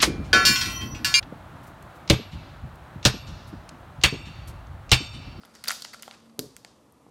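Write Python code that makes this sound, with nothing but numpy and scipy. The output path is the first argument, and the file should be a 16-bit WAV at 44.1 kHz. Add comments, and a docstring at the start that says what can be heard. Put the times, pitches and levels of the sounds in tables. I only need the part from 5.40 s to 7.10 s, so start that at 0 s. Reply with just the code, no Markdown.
"""Unwrapping a sweet

A sweet is unwrapped by hand at a table in a small, hard-walled room. Creases of the thin wrapper
buckle in sharp crackles, bunched where it tears, and the film rustles as it slides. Fingers tap
hollowly; near one second the film snaps taut with a dull thump. The room rings over a quiet hum."""
import sys
import numpy as np
from scipy import signal
from scipy.fft import rfft, irfft
from scipy.io import wavfile

SR = 44100
rng = np.random.default_rng(int(sys.argv[2]) if len(sys.argv) > 2 else 0)


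def to_wav(sig):
    """Store sig (one row per channel, or 1-D mono) as 16-bit WAV at the path in sys.argv[1].

    Samples outside -1..1 are clipped; the rate is SR.
    """
    pcm = np.clip(np.atleast_2d(sig), -1, 1) * 32767
    pcm = np.round(pcm).astype(np.int16)
    wavfile.write(sys.argv[1], SR, pcm.T)  # frames by channels


N = 74970


def undb(db):
    """Decibels to gain."""
    return 10 ** (np.asarray(db) / 20)


def unit(x):
    """Scale to rms 1."""
    return x / np.sqrt(np.mean(x ** 2) + 1e-20)


def on_log_axis(hz, points):
    """Read a curve of (freq_hz, value) points on a log-frequency axis."""
    freqs, values = np.array(points).T
    return np.interp(np.log(hz + 1e-6), np.log(freqs), values)


def colour(x, points):
    """EQ a sound with a curve of (freq_hz, gain_db) points."""
    hz = np.fft.rfftfreq(len(x), 1 / SR)
    return irfft(rfft(x) * undb(on_log_axis(hz, points)), len(x))


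def band(x, lo_hz, hi_hz, order=3):
    """Band-pass filter."""
    return signal.sosfilt(signal.butter(order, [lo_hz, hi_hz], "band", fs=SR, output="sos"), x)


def low_cut(x, hz, order):
    """High-pass filter."""
    return signal.sosfilt(signal.butter(order, hz, "high", fs=SR, output="sos"), x)


def resonate(x, hz, q, boost_db):
    """Lift one resonance out of a sound."""
    return x + (undb(boost_db) - 1) * signal.lfilter(*signal.iirpeak(hz, q, fs=SR), x)


def add(out, start_s, x):
    """Mix a sound in at a time."""
    i = int(start_s * SR)
    out[i:i + len(x)] += x[:max(len(out) - i, 0)]


# Room tone EQ: freq_hz, gain_db
AIR_EQ = [(30, -29.5), (55, -11), (85, -6), (120, -7.5), (185, -5), (300, -4), (365, -11), (490, -8),
          (760, -14), (1160, -13.5), (1500, -24), (4650, -30.5), (9500, -32), (13500, -38.5),
          (14800, -48.5), (16000, -72)]


def room_air(level_db=-59):
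    """Still air lays a soft, dark bed of noise."""
    return undb(level_db) * unit(colour(rng.standard_normal(N), AIR_EQ))


# Fader ride of the hum: time_s, level_db
HUM_RIDE = [(0, -69), (.25, -58), (.6, -68), (.9, -59.5), (1.2, -61), (1.35, -85), (1.7, -63.5)]


def hum(pitch_hz=227.3, width_hz=5, waver_depth=0.71):
    """A low tone swells and dips; narrow noise around its pitch makes it waver."""
    t = np.arange(N) / SR
    waver = band(rng.standard_normal(2 * N), pitch_hz - width_hz / 2, pitch_hz + width_hz / 2, order=2)
    tone = np.sin(2 * np.pi * pitch_hz * t) + waver_depth * unit(waver[N:])
    return unit(tone) * undb(np.interp(t, *np.array(HUM_RIDE).T))


# Reverb EQ: freq_hz, gain_db
REVERB_EQ = [(50, 12.5), (150, 1), (420, 2), (900, -1), (1350, 0), (2000, -7), (3000, -4.5), (4700, 2),
             (7000, -2), (9000, 0.5), (12500, -2.5), (16000, -15)]
# Reverb decay: freq_hz, t60_s
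REVERB_DECAY = [(100, .75), (250, 0.3), (600, 0.26), (1400, .52), (4500, .62), (10000, .4), (16000, 0.16)]


def room_reverb(send, predelay_s=0.003, build_s=0.015):
    """Echoes off hard walls build up quickly and die at their own rate in each band."""
    t = np.arange(SR) / SR
    hz = np.fft.rfftfreq(SR, 1 / SR)
    edges_hz = np.geomspace(45, 16000, 14)
    spectrum = rfft(colour(rng.standard_normal(SR), REVERB_EQ))
    build = np.clip((t - predelay_s) / build_s, 0, 1)
    response = np.zeros(SR)
    for lo, hi in zip(edges_hz, edges_hz[1:]):
        t60_s = on_log_axis(np.sqrt(lo * hi), REVERB_DECAY)
        fade = build * np.exp(-np.log(1000) * t / t60_s)
        noise = irfft(spectrum * (hz >= lo) * (hz < hi), SR)
        response += noise * fade / np.sqrt(np.sum(fade ** 2))
    return signal.fftconvolve(send, response)[:N]


def knock(hits, modes, push_s):
    """Soft pushes ring a few heavily damped modes."""
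    t = np.arange(SR // 10) / SR
    ring = sum(undb(db) * np.sin(2 * np.pi * hz * t) * np.exp(-np.log(1000) * t / t60_s)
               for hz, db, t60_s in modes)
    blow = np.convolve(ring, np.hanning(int(push_s * SR) + 2))
    out = np.zeros(N)
    for start_s, gain_db in hits:
        add(out, start_s, undb(gain_db) * blow / np.abs(blow).max())
    return out


# Tap cues: start_s, gain_db
TAP_CUES = [(.6790, -26.5), (1.2478, -37), (1.6655, -42.5), (1.6870, -48)]
# Hollow body of a tap: pitch_hz, gain_db, t60_s
TAP_BODY = [(560, -6, 0.014), (797, 8.5, 0.011), (1050, 0, 0.015)]


def finger_taps():
    """Fingers tap with a short, hollow midrange ring."""
    return band(knock(TAP_CUES, TAP_BODY, push_s=0.0004), 404, 16500, order=2)


# Thump cues: start_s, gain_db
THUMP_CUES = [(0.9858, -38.5), (0.9911, -20.5), (0.9981, -27), (1.0067, -55), (1.0130, -43),
              (1.0421, -37.5), (1.6650, -44.5), (1.6888, -51)]
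# Dull body of a thump: pitch_hz, gain_db, t60_s
THUMP_BODY = [(136.5, -21, 0.061), (286, 5.5, .024), (413, 7.5, 0.027), (598, -9.5, 0.0059),
              (820, -12.5, 0.0052)]


def hand_thumps():
    """Hands and sweet knock dully, hardest as the wrapper snaps taut."""
    return low_cut(knock(THUMP_CUES, THUMP_BODY, push_s=0.00047), hz=74, order=3)


# Ring of the wrapper: pitch_hz, width_hz, boost_db
FILM_RESONANCES = [(1380, 100, 8.5), (2020, 260, 4.5), (4700, 520, 9), (11100, 3700, 11)]


def film_ring(x):
    """The film's resonances stand out of its broad response."""
    for pitch_hz, width_hz, boost_db in FILM_RESONANCES:
        x = resonate(x, pitch_hz, pitch_hz / width_hz, boost_db)
    return x


# Rustle EQ: freq_hz, gain_db
RUSTLE_EQ = [(200, -6.5), (700, 0), (1400, 2.5), (4000, -5), (8000, -12), (16000, -30.5)]
# Slides of the film: start_s, length_s, level_db, resonance_hz
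RUSTLE_CUES = [(.0, 0.054, -61, 5200), (0.042, 0.1, -63.5, 2340), (.13, 0.052, -56.5, 5640),
               (.17, 0.088, -61, 4700), (0.269, 0.035, -39, 5800), (0.295, 0.0366, -44, 3300),
               (0.529, 0.024, -45, 1880), (0.592, 0.0099, -54, 4200), (0.717, 0.04, -56, 2560),
               (0.799, 0.01, -62.5, 3040), (.838, .036, -66.5, 12700), (0.894, .01, -63.5, 4700)]


def film_rustle(clicks_per_s=3500, spread_db=2.5):
    """Dense tiny clicks swell and fade as the film slides under the fingers."""
    sizes = undb(spread_db * np.minimum(rng.exponential(size=N), 4))
    signs = rng.choice([-1, 1], N)
    fires = rng.random(N) < clicks_per_s / SR
    grains = film_ring(colour(sizes * signs * fires, RUSTLE_EQ))
    out = np.zeros(N)
    for start_s, length_s, level_db, resonance_hz in RUSTLE_CUES:
        envelope = np.zeros(N)
        add(envelope, start_s, undb(level_db) * signal.windows.tukey(int(length_s * SR), 0.5))
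        out += envelope * unit(resonate(grains, resonance_hz, q=5.1, boost_db=6))
    return out


# Broad tone of the film: freq_hz, gain_db
FILM_EQ = [(200, -3), (700, -3.5), (3000, -3), (8000, -3), (13000, 3), (16500, -3.5)]


def buckle(decay_s, snap_db=14, shiver_db=-13.5, shiver_s=0.0064):
    """A crease gives way: a snap, a short burst and a faint shiver of the film."""
    t = np.arange(2048) / SR
    envelope = np.exp(-t / decay_s) + undb(shiver_db) * np.exp(-t / shiver_s)
    burst = rng.choice([-1, 1], len(t)) * envelope
    burst[2] += undb(snap_db)
    return colour(burst, FILM_EQ)[:1024]


# Borders of the low, mid, high and top crackle bands: edge_hz
CRACKLE_BANDS = [560, 1700, 3600, 7500, 16500]


def balance(burst, levels_db, window_s=0.003):
    """Set each band's level, counting its energy as if it all fell within the window."""
    parts = [band(burst, lo, hi) for lo, hi in zip(CRACKLE_BANDS, CRACKLE_BANDS[1:])]
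    return sum(undb(db) * part * np.sqrt(window_s * SR / np.sum(part ** 2))
               for db, part in zip(levels_db, parts))


# Buckling creases: start_s, pitch_hz, low_db, mid_db, high_db, top_db, decay_ms, send_db
CRACKLE_CUES = [(0.0341, 1380, -46, -53.5, -71, -91, 1.4, -1.5),
                (0.0502, 3370, -52, -54, -51.5, -79, 0.4, -12),
                (.0547, 12500, -71, -60, -71, -55, 1.6, -10), (0.152, 6200, -57, -54, -47.5, -58, 1.5, -7),
                (.1560, 1380, -53.5, -52, -52, -69, 1.8, 0.5),
                (0.2396, 14400, -43.5, -37, -34.5, -40, 2.4, -5.5),
                (.2452, 4400, -45, -41, -41.5, -61, 0.53, -12),
                (0.253, 11500, -61.5, -58, -44.5, -50, .8, -6.5),
                (0.2583, 1510, -57, -40.5, -64, -68, 1.4, -5.5),
                (0.2748, 4700, -39, -33.5, -37, -41, 0.73, -7.5),
                (0.2816, 4500, -42, -30, -24.5, -27.5, 0.68, -9),
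                (0.2846, 5150, -33, -33.5, -19.5, -35, 2.5, -7.5),
                (0.2947, 1390, -33, -29, -32, -48, 0.5, -11.5),
                (.3046, 2020, -35, -25.5, -28.5, -54, 0.62, -12),
                (0.3074, 1380, -26.5, -34, -31.5, -45, 0.58, -13.5),
                (.3154, 11400, -50, -33.5, -37, -32.5, 1.4, -3),
                (.3221, 1380, -40.5, -39.5, -39, -50, 0.65, -9.5),
                (0.4066, 4130, -72, -69, -56, -52.5, .7, 3),
                (0.4211, 4560, -50, -43.5, -32.5, -46, 2.3, -7.5),
                (.4460, 4450, -50, -60, -38.5, -64, 0.96, -8),
                (0.4491, 2650, -39, -36, -35, -48, 0.82, -12.5),
                (0.459, 4700, -58, -50, -49.5, -63, 0.92, 7), (0.532, 4700, -62, -59, -47.5, -57, 1.8, -2),
                (0.5373, 1380, -46.5, -42.5, -46.5, -52.5, 1.1, -3.5),
                (0.5443, 1500, -39.5, -52, -47, -69, 1.4, -26.5),
                (0.6238, 7300, -52.5, -47.5, -39.5, -40.5, 2.7, -6.5),
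                (0.6309, 2860, -47, -40, -42.5, -56, 1.3, -2.5),
                (.6790, 1090, -42.5, -46.5, -52, -63, 2, -7),
                (0.7112, 3470, -48, -41, -44.5, -72, 0.51, -4),
                (.9924, 4700, -43.5, -33, -26, -28, 0.5, -12.5),
                (1.1655, 7900, -50.5, -45.5, -42.5, -46.5, 0.47, -9),
                (1.2480, 2220, -49.5, -42.5, -42, -58, 0.27, -7),
                (1.5234, 10370, -71, -90.5, -82, -59, 1.2, -17.5)]


def crackles():
    """Each buckling facet rings at its own pitch; the room gathers it from all sides as a smooth snap."""
    direct, send = np.zeros(N), np.zeros(N)
    smooth_snap = colour(signal.unit_impulse(2048, 16), FILM_EQ)[:1024]
    for start_s, pitch_hz, *levels_db, decay_ms, send_db in CRACKLE_CUES:
        facet = resonate(buckle(decay_ms / 1000), pitch_hz, q=2.8, boost_db=8.5)
        add(direct, start_s, balance(film_ring(facet), levels_db))
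        add(send, start_s, undb(send_db) * balance(smooth_snap, levels_db))
    return direct, send


def scene():
    """Wrapper and hands, heard directly and through the room, over air and hum."""
    crackle, crackle_send = crackles()
    rustle = film_rustle()
    thumps = hand_thumps()
    taps = finger_taps()
    reverb = room_reverb(crackle_send + undb(-8) * (rustle + thumps) + undb(-10.5) * taps)
    return (room_air() + hum() + reverb + taps + thumps + rustle + crackle)[None]


def record(dry):
    """Trim the deepest rumble and the very top."""
    high_cut = signal.ellip(8, 0.2, 70, 16500, fs=SR, output="sos")
    return signal.sosfilt(high_cut, low_cut(dry, hz=40, order=5))


dry = scene()
out = record(dry)
to_wav(out)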